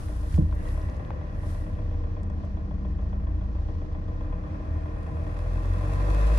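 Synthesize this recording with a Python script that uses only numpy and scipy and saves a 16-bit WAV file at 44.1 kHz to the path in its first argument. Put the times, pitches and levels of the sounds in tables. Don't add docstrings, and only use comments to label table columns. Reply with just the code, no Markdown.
import sys
import numpy as np
from scipy import signal
from scipy.fft import rfft, irfft
from scipy.io import wavfile
from scipy.ndimage import uniform_filter1d

SR = 44100
rng = np.random.default_rng(int(sys.argv[2]) if len(sys.argv) > 2 else 0)


def pcm_store(signal):
    levels = np.round(np.clip(np.atleast_2d(signal), -1, 1) * 32767)
    wavfile.write(sys.argv[1], SR, levels.astype(np.int16).T)


N = 281358
T = np.arange(N) / SR
BIN_HZ = np.maximum(np.arange(N // 2 + 1) * SR / N, 1)

# time in seconds, firing rate in Hz, effort in dB.
ENGINE = [(0.0, 30.19, -5), (0.43, 26.29, -6.5), (0.46, 26.75, -4.5), (0.64, 31.13, 1), (0.74, 34.44, -0.5),
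          (0.92, 37.16, -5.5), (1.04, 36.84, -5.5), (1.35, 35.98, -3), (1.65, 33.56, -6), (1.97, 31.6, 1.5),
          (2.31, 29.89, -6.5), (2.59, 28.97, -7.5), (2.85, 28.61, -7.5), (3.14, 28.5, -6),
          (3.51, 28.56, -5.5), (3.62, 29.1, -2), (3.76, 30.36, -3), (4.04, 30.24, -4), (4.43, 36.02, -1),
          (4.52, 37.82, -11), (4.7, 38.75, -0.5), (5.14, 38.86, -2), (5.71, 44.0, 1.5), (5.98, 47.58, 1),
          (6.26, 52.3, -1), (6.37, 53.84, -5)]
# time in seconds, level in dB.
LOAD = [(0.4, -52), (0.7, -49.5), (1.5, -51), (2.6, -52), (3.9, -52), (4.35, -50), (5.0, -49.5),
        (5.66, -47), (6.2, -41.5)]


def undb(db):
    return 10 ** (np.asarray(db, float) / 20)


def pan(left_minus_right_db):
    return undb(np.array([[left_minus_right_db], [-left_minus_right_db]]) / 2)


def curves(table):
    times, *columns = np.transpose(table)
    return [np.interp(T, times, column) for column in columns]


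def colour(points):
    hz, db = np.transpose(points)
    return undb(np.interp(np.log(BIN_HZ), np.log(hz), db))


def rolloff(hz, power=4):
    return 1 / (1 + (BIN_HZ / hz) ** power)


def resonances(modes):
    return sum((-1) ** k * undb(db) / (1 + 1j * (BIN_HZ - hz ** 2 / BIN_HZ) / width)
               for k, (hz, width, db) in enumerate(modes))


def wander(rate_hz):
    hold = int(SR / rate_hz)
    steps = np.repeat(rng.standard_normal(N // hold + 1), hold)
    return 1.3 * uniform_filter1d(uniform_filter1d(steps, hold), hold)[:N]


def grainy(jump_db, grain_s):
    hold = int(grain_s * SR)
    jumps = np.repeat(rng.exponential(size=N // hold + 1), hold)[:N]
    return undb(jump_db * jumps) * rng.standard_normal((2, N))


def diffuse(drive, response, band_hz):
    # frequency in Hz, side minus mid in dB.
    side_db = [(60, -28.5), (110, -9.5), (200, -9), (380, -14), (700, -2.5), (1290, 5.5), (2380, -0.5),
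               (4400, -0.5), (8120, 1), (15000, -5)]
    mid, side = rfft(drive) * response
    band = (BIN_HZ > band_hz[0]) & (BIN_HZ < band_hz[1])
    band_rms = np.sqrt(2 * np.sum(abs(mid[band]) ** 2)) / N
    mid, side = irfft(np.array([mid, side * colour(side_db)]) / band_rms, N)
    return np.array([mid + side, mid - side])


def tone(hz, db, waver_db):
    return np.sqrt(2) * undb(db + waver_db * wander(10)) * np.sin(2 * np.pi * np.cumsum(hz) / SR)


def engine_boom():
    mounts_db = [3.5, -11.5, -15]
    # frequency in Hz, gain in dB.
    cabin = [(27, -33), (30, -35), (34, -32), (36, -34), (37.4, -46), (39, -39.5), (42, -32.5), (46, -31.5),
             (52, -20.5), (57, -11), (61, -26.5), (68, -25.5), (77, -20), (86, -18), (98, -21), (108, -31),
             (150, -25)]
    cabin_hz, cabin_db = np.transpose(cabin)
    hz, effort_db = curves(ENGINE)
    return sum(tone(k * hz, db + effort_db + np.interp(k * hz, cabin_hz, cabin_db), waver_db=0.9)
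               for k, db in enumerate(mounts_db, start=1))


def engine_whines(half_width_hz=28):
    # multiple of the firing rate, resonance in Hz, relative level in dB.
    whines = [(9, 472, 0), (10, 480, 1), (11, 478, -3), (12, 488, -1), (13, 478, -5), (14, 505, -1),
              (15, 482, 1), (16, 488, -2), (17, 485, -8), (11, 585, -2), (11.5, 590, 0), (12, 590, -2),
              (16.5, 637, -2), (14, 700, -4)]
    hz, level_db = curves(ENGINE)[0], curves(LOAD)[0] - 1
    return sum(tone(multiple * hz, level_db + db, waver_db=-2.5)
               / (1 + ((multiple * hz - centre_hz) / half_width_hz) ** 4)
               for multiple, centre_hz, db in whines)


def combustion(firing_hz):
    cylinders_db = [0, -3.5, -4, -5]
    hard_s = [.522, .653, .773, 1.103, 1.43, 2.165, 2.297, 2.569, 2.847, 3.127, 3.409, 3.549, 3.814, 4.206,
              4.542, 5.166, 5.458, 5.736, 5.912]
    count = np.cumsum(firing_hz) / SR
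    count -= count[int(hard_s[0] * SR)]
    at_hard = np.interp(hard_s, T, count)
    in_step = 4 * np.cumsum(np.round(np.diff(at_hard, prepend=0) / 4))
    count += np.interp(T, hard_s, in_step - at_hard)
    count += 400 - 0.04
    firing = count.astype(int)
    uneven = np.clip(34 / firing_hz, 0, 1) ** 2
    scatter_db = 0.5 * rng.standard_normal(firing[-1] + 1)
    strength = undb(uneven * np.array(cylinders_db)[firing % 4] + scatter_db[firing])
    knock = uneven * strength ** 2 * np.diff(firing, prepend=firing[0])
    knock = np.array([knock, np.roll(knock, 90)])
    burst = 0.53 + np.exp(-(count % 1) / 0.75)
    rattle = strength ** 0.6 * burst * rng.standard_normal((2, N))
    return knock, rattle


def engine_clatter():
    # frequency in Hz, width in Hz, relative level in dB.
    trim_modes = [(308.8, 16, 2.5), (385, 40, -5), (477.4, 40, -3.5), (585.2, 27.4, -2), (641, 22, -0.5),
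                  (793, 120, -7)]
    block_modes = [(588, 13, 3), (640, 18, -2), (790, 50, -12), (1030, 70, -11), (3350, 50, -24)]
    cover_modes = [(1013.7, 30, 7), (1095, 43, 1), (1159, 46.5, 0.5), (1406, 230, -9), (1650, 116, -8),
                   (1841, 72, -6), (2033, 180, -12.5), (2506, 250, -14.5), (3364, 8.7, -17.5)]
    firing_hz = curves(ENGINE)[0]
    knock, rattle = combustion(firing_hz)
    buzz = rattle + undb(24.5) * knock + 0.7 * rng.standard_normal((2, N))
    trim = diffuse(rattle, resonances(trim_modes) * rolloff(1000), band_hz=(420, 900))
    block = diffuse(knock, resonances(block_modes) * rolloff(480, -8) * rolloff(4000), (420, 900))
    covers = diffuse(buzz, resonances(cover_modes) * rolloff(800, -4) * rolloff(5500), (950, 2800))
    covers_db = -7 + 5 * np.log2(firing_hz / 30)
    return undb(curves(LOAD)[0]) * (undb(-2) * trim + undb(-5) * block + undb(covers_db) * covers)


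def panel_rumble(load_share=0.24):
    # frequency in Hz, width in Hz, relative level in dB.
    panels = [(38.3, 14, 4.5), (79.9, 17.1, 10.5), (111.3, 17.7, 4), (150, 28.2, 0), (196, 35.4, -1.5),
              (277, 113, -6.5)]
    shaking = undb(0.66 * wander(9.8)) * rng.standard_normal((2, N))
    load_db = curves(LOAD)[0]
    level_db = -41.5 + load_share * (load_db - load_db.mean())
    return undb(level_db) * diffuse(shaking, resonances(panels) * rolloff(330), band_hz=(108.8, 280))


def blower():
    return tone(hz=np.full(N, 304.9), db=-50.5, waver_db=1.8)


def vent_air():
    # frequency in Hz, relative level in dB.
    spectrum = [(2000, -30), (2900, -4), (4100, -6), (6000, -9), (7200, -19), (10000, -27), (11700, -34),
                (15000, -46)]
    level_db = -79 + wander(8.9)
    return undb(level_db) * diffuse(grainy(0.88, 0.0061), colour(spectrum), band_hz=(5350, 15000))


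def cloth_rustle(rise_s=0.17):
    # time of the peak in seconds, level in dB, fall in seconds.
    moves = [(0.0, -60.5, .6), (0.354, -61.5, .07), (0.684, -63, .4), (1.5, -62, .3)]
    # frequency in Hz, relative level in dB.
    spectrum = [(880, -9), (1500, -6.5), (2360, -16.5), (3600, -15.5), (5500, -17), (7500, -19),
                (9820, -16), (11200, -15.5), (12100, -44.5), (13100, -18.5), (15000, -37)]
    rubbing = sum(undb(db - 20 * np.maximum((peak_s - T) / rise_s, (T - peak_s) / fall_s))
                  for peak_s, db, fall_s in moves)
    return rubbing * diffuse(grainy(0.63, 0.0058), colour(spectrum), band_hz=(2600, 10000))


def trim_ticks(t60_s=0.035, attack_s=0.00061, alike=0.7):
    # start in seconds, peak in dB before panning, pitch in Hz, left minus right in dB.
    ticks = [(0.084, -41, 1530, -4), (0.314, -46, 2000, 1), (0.342, -37.5, 2150, -1), (0.343, -45, 4900, 6),
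             (0.352, -44, 5000, 6), (0.362, -44, 5100, 10), (.379, -31.5, 514, 2), (.512, -50, 2600, 3),
             (0.525, -36, 1060, 2), (0.551, -48, 9000, 3), (.688, -43, 3018, 8), (0.816, -45, 3600, 7),
             (0.898, -46, 4453, 4), (0.966, -48, 4970, 5), (1.049, -44, 2500, 6), (1.063, -55, 5500, 1),
             (1.1045, -28, 600, 4), (1.104, -41, 1200, 6), (1.105, -43, 1860, 2), (1.106, -56, 3800, 1),
             (1.752, -50, 2318, 8), (2.232, -46.5, 6000, 2), (2.3, -51, 5200, 2), (2.451, -55, 5500, 5),
             (4.527, -62, 6000, 2), (5.656, -46, 5100, -4)]
    out, t = np.zeros((2, N + SR)), np.arange(4096) / SR
    envelope = np.minimum(t / attack_s, 1) * undb(-60 * t / t60_s)
    for start_s, db, hz, pan_db in ticks:
        noise = rng.standard_normal((2, len(t)))
        noise = alike * noise[0] + (1 - alike) * noise
        noise[:, 40] += 25
        band = signal.butter(2, [hz / 1.25, min(hz * 1.5, 14000)], "bandpass", fs=SR, output="sos")
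        snap = signal.sosfilt(band, noise * envelope)
        start = int(start_s * SR)
        out[:, start:start + len(t)] += undb(db) * pan(pan_db) * snap / abs(snap).max()
    return out[:, :N]


def gear_lever(contact_s=0.0023, left_lag_s=0.0006):
    # start in seconds, peak in dB before the padding, gain of the upper modes in dB.
    blows = [(0.34, -13.5, -22), (0.379, -15.5, -16), (.386, -4.5, 12), (.408, -15.5, 0),
             (0.423, -11.5, 5.5), (0.527, -28, -35)]
    # frequency in Hz, level in dB, seconds to fall 60 dB.
    linkage = [(81.1, 15, 0.254), (155.5, 10, 0.1), (194, -2, 0.15), (306.7, -2.5, 0.2), (455, -5, 0.032),
               (502, -5, 0.051)]
    out, t = np.zeros(N + SR), np.arange(SR // 2) / SR
    for start_s, db, upper_db in blows:
        ring = sum(undb(mode_db + upper_db * (k > 0) - 60 * t / t60_s) * np.sin(2 * np.pi * hz * t)
                   for k, (hz, mode_db, t60_s) in enumerate(linkage))
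        start = int(start_s * SR)
        out[start:start + len(t)] += undb(db) * ring / abs(ring).max()
    padding = np.hanning(int(contact_s * SR))
    thump = np.convolve(out, padding / padding.sum())[:N]
    return pan(-1) * np.array([np.interp(T - left_lag_s, T, thump), thump])


def clutch_rasp():
    # time in seconds, level in dB.
    slip = [(.45, -71), (.6, -60.5), (.85, -61), (1.15, -65.5), (1.5, -65), (1.75, -68.5), (2.1, -78)]
    # frequency in Hz, width in Hz, relative level in dB.
    modes = [(1700, 110, 0), (1940, 95, 5), (2750, 140, -5.5)]
    response = resonances(modes) * rolloff(1400, -4) * rolloff(3300)
    return undb(curves(slip)[0]) * diffuse(grainy(1.5, 0.0063), response, band_hz=(1500, 3200))


def hums(fade_s=0.08):
    # time in seconds, pitch in Hz, level in dB.
    low_hum = [(.55, 82, -37), (.95, 82, -44), (1.4, 83, -38), (1.75, 81, -38), (2.2, 79, -35),
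               (2.6, 76.5, -36), (3.2, 75.5, -34), (3.7, 78, -34), (4.1, 79, -38), (4.45, 80, -38)]
    high_hum = [(2.15, 206, -46.5), (2.5, 198.8, -43), (2.9, 195.8, -44), (3.3, 194.4, -45.5),
                (3.6, 195.1, -46.5)]
    out = np.zeros(N)
    for hum in (low_hum, high_hum):
        hz, db = curves(hum)
        fade = np.clip(np.minimum(T - hum[0][0], hum[-1][0] - T) / fade_s, 0, 1)
        out += fade * tone(hz, db, waver_db=2.5)
    return out


def tyre_hiss(pull_away_s=4.18, rise_db_per_s=14.5):
    # frequency in Hz, relative level in dB.
    spectrum = [(1650, -44), (2250, -14.5), (2550, 10.5), (2950, -5.5), (3430, 1), (8140, -9), (9910, -8),
                (11300, -8), (12000, -26), (13000, -18.5), (15000, -18.5)]
    level_db = -86 + rise_db_per_s * (T - pull_away_s)
    return undb(level_db) * diffuse(grainy(1.8, 0.0026), colour(spectrum), band_hz=(2740, 10000))


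def scene(right_lag_samples=22):
    tones = blower() + engine_boom() + hums() + engine_whines()
    tones = np.array([tones, np.append(np.zeros(right_lag_samples), tones)[:N]])
    noises = engine_clatter() + clutch_rasp() + panel_rumble() + vent_air() + tyre_hiss() + cloth_rustle()
    return pan(0.7) * (tones + noises) + trim_ticks() + gear_lever()


def record(dry):
    low_cut = signal.butter(2, 16, "highpass", fs=SR, output="sos")
    top_cut = signal.ellip(8, 0.2, 70, 15200, fs=SR, output="sos")
    return signal.sosfilt(top_cut, signal.sosfilt(low_cut, dry))


dry = scene()
out = record(dry)
pcm_store(out)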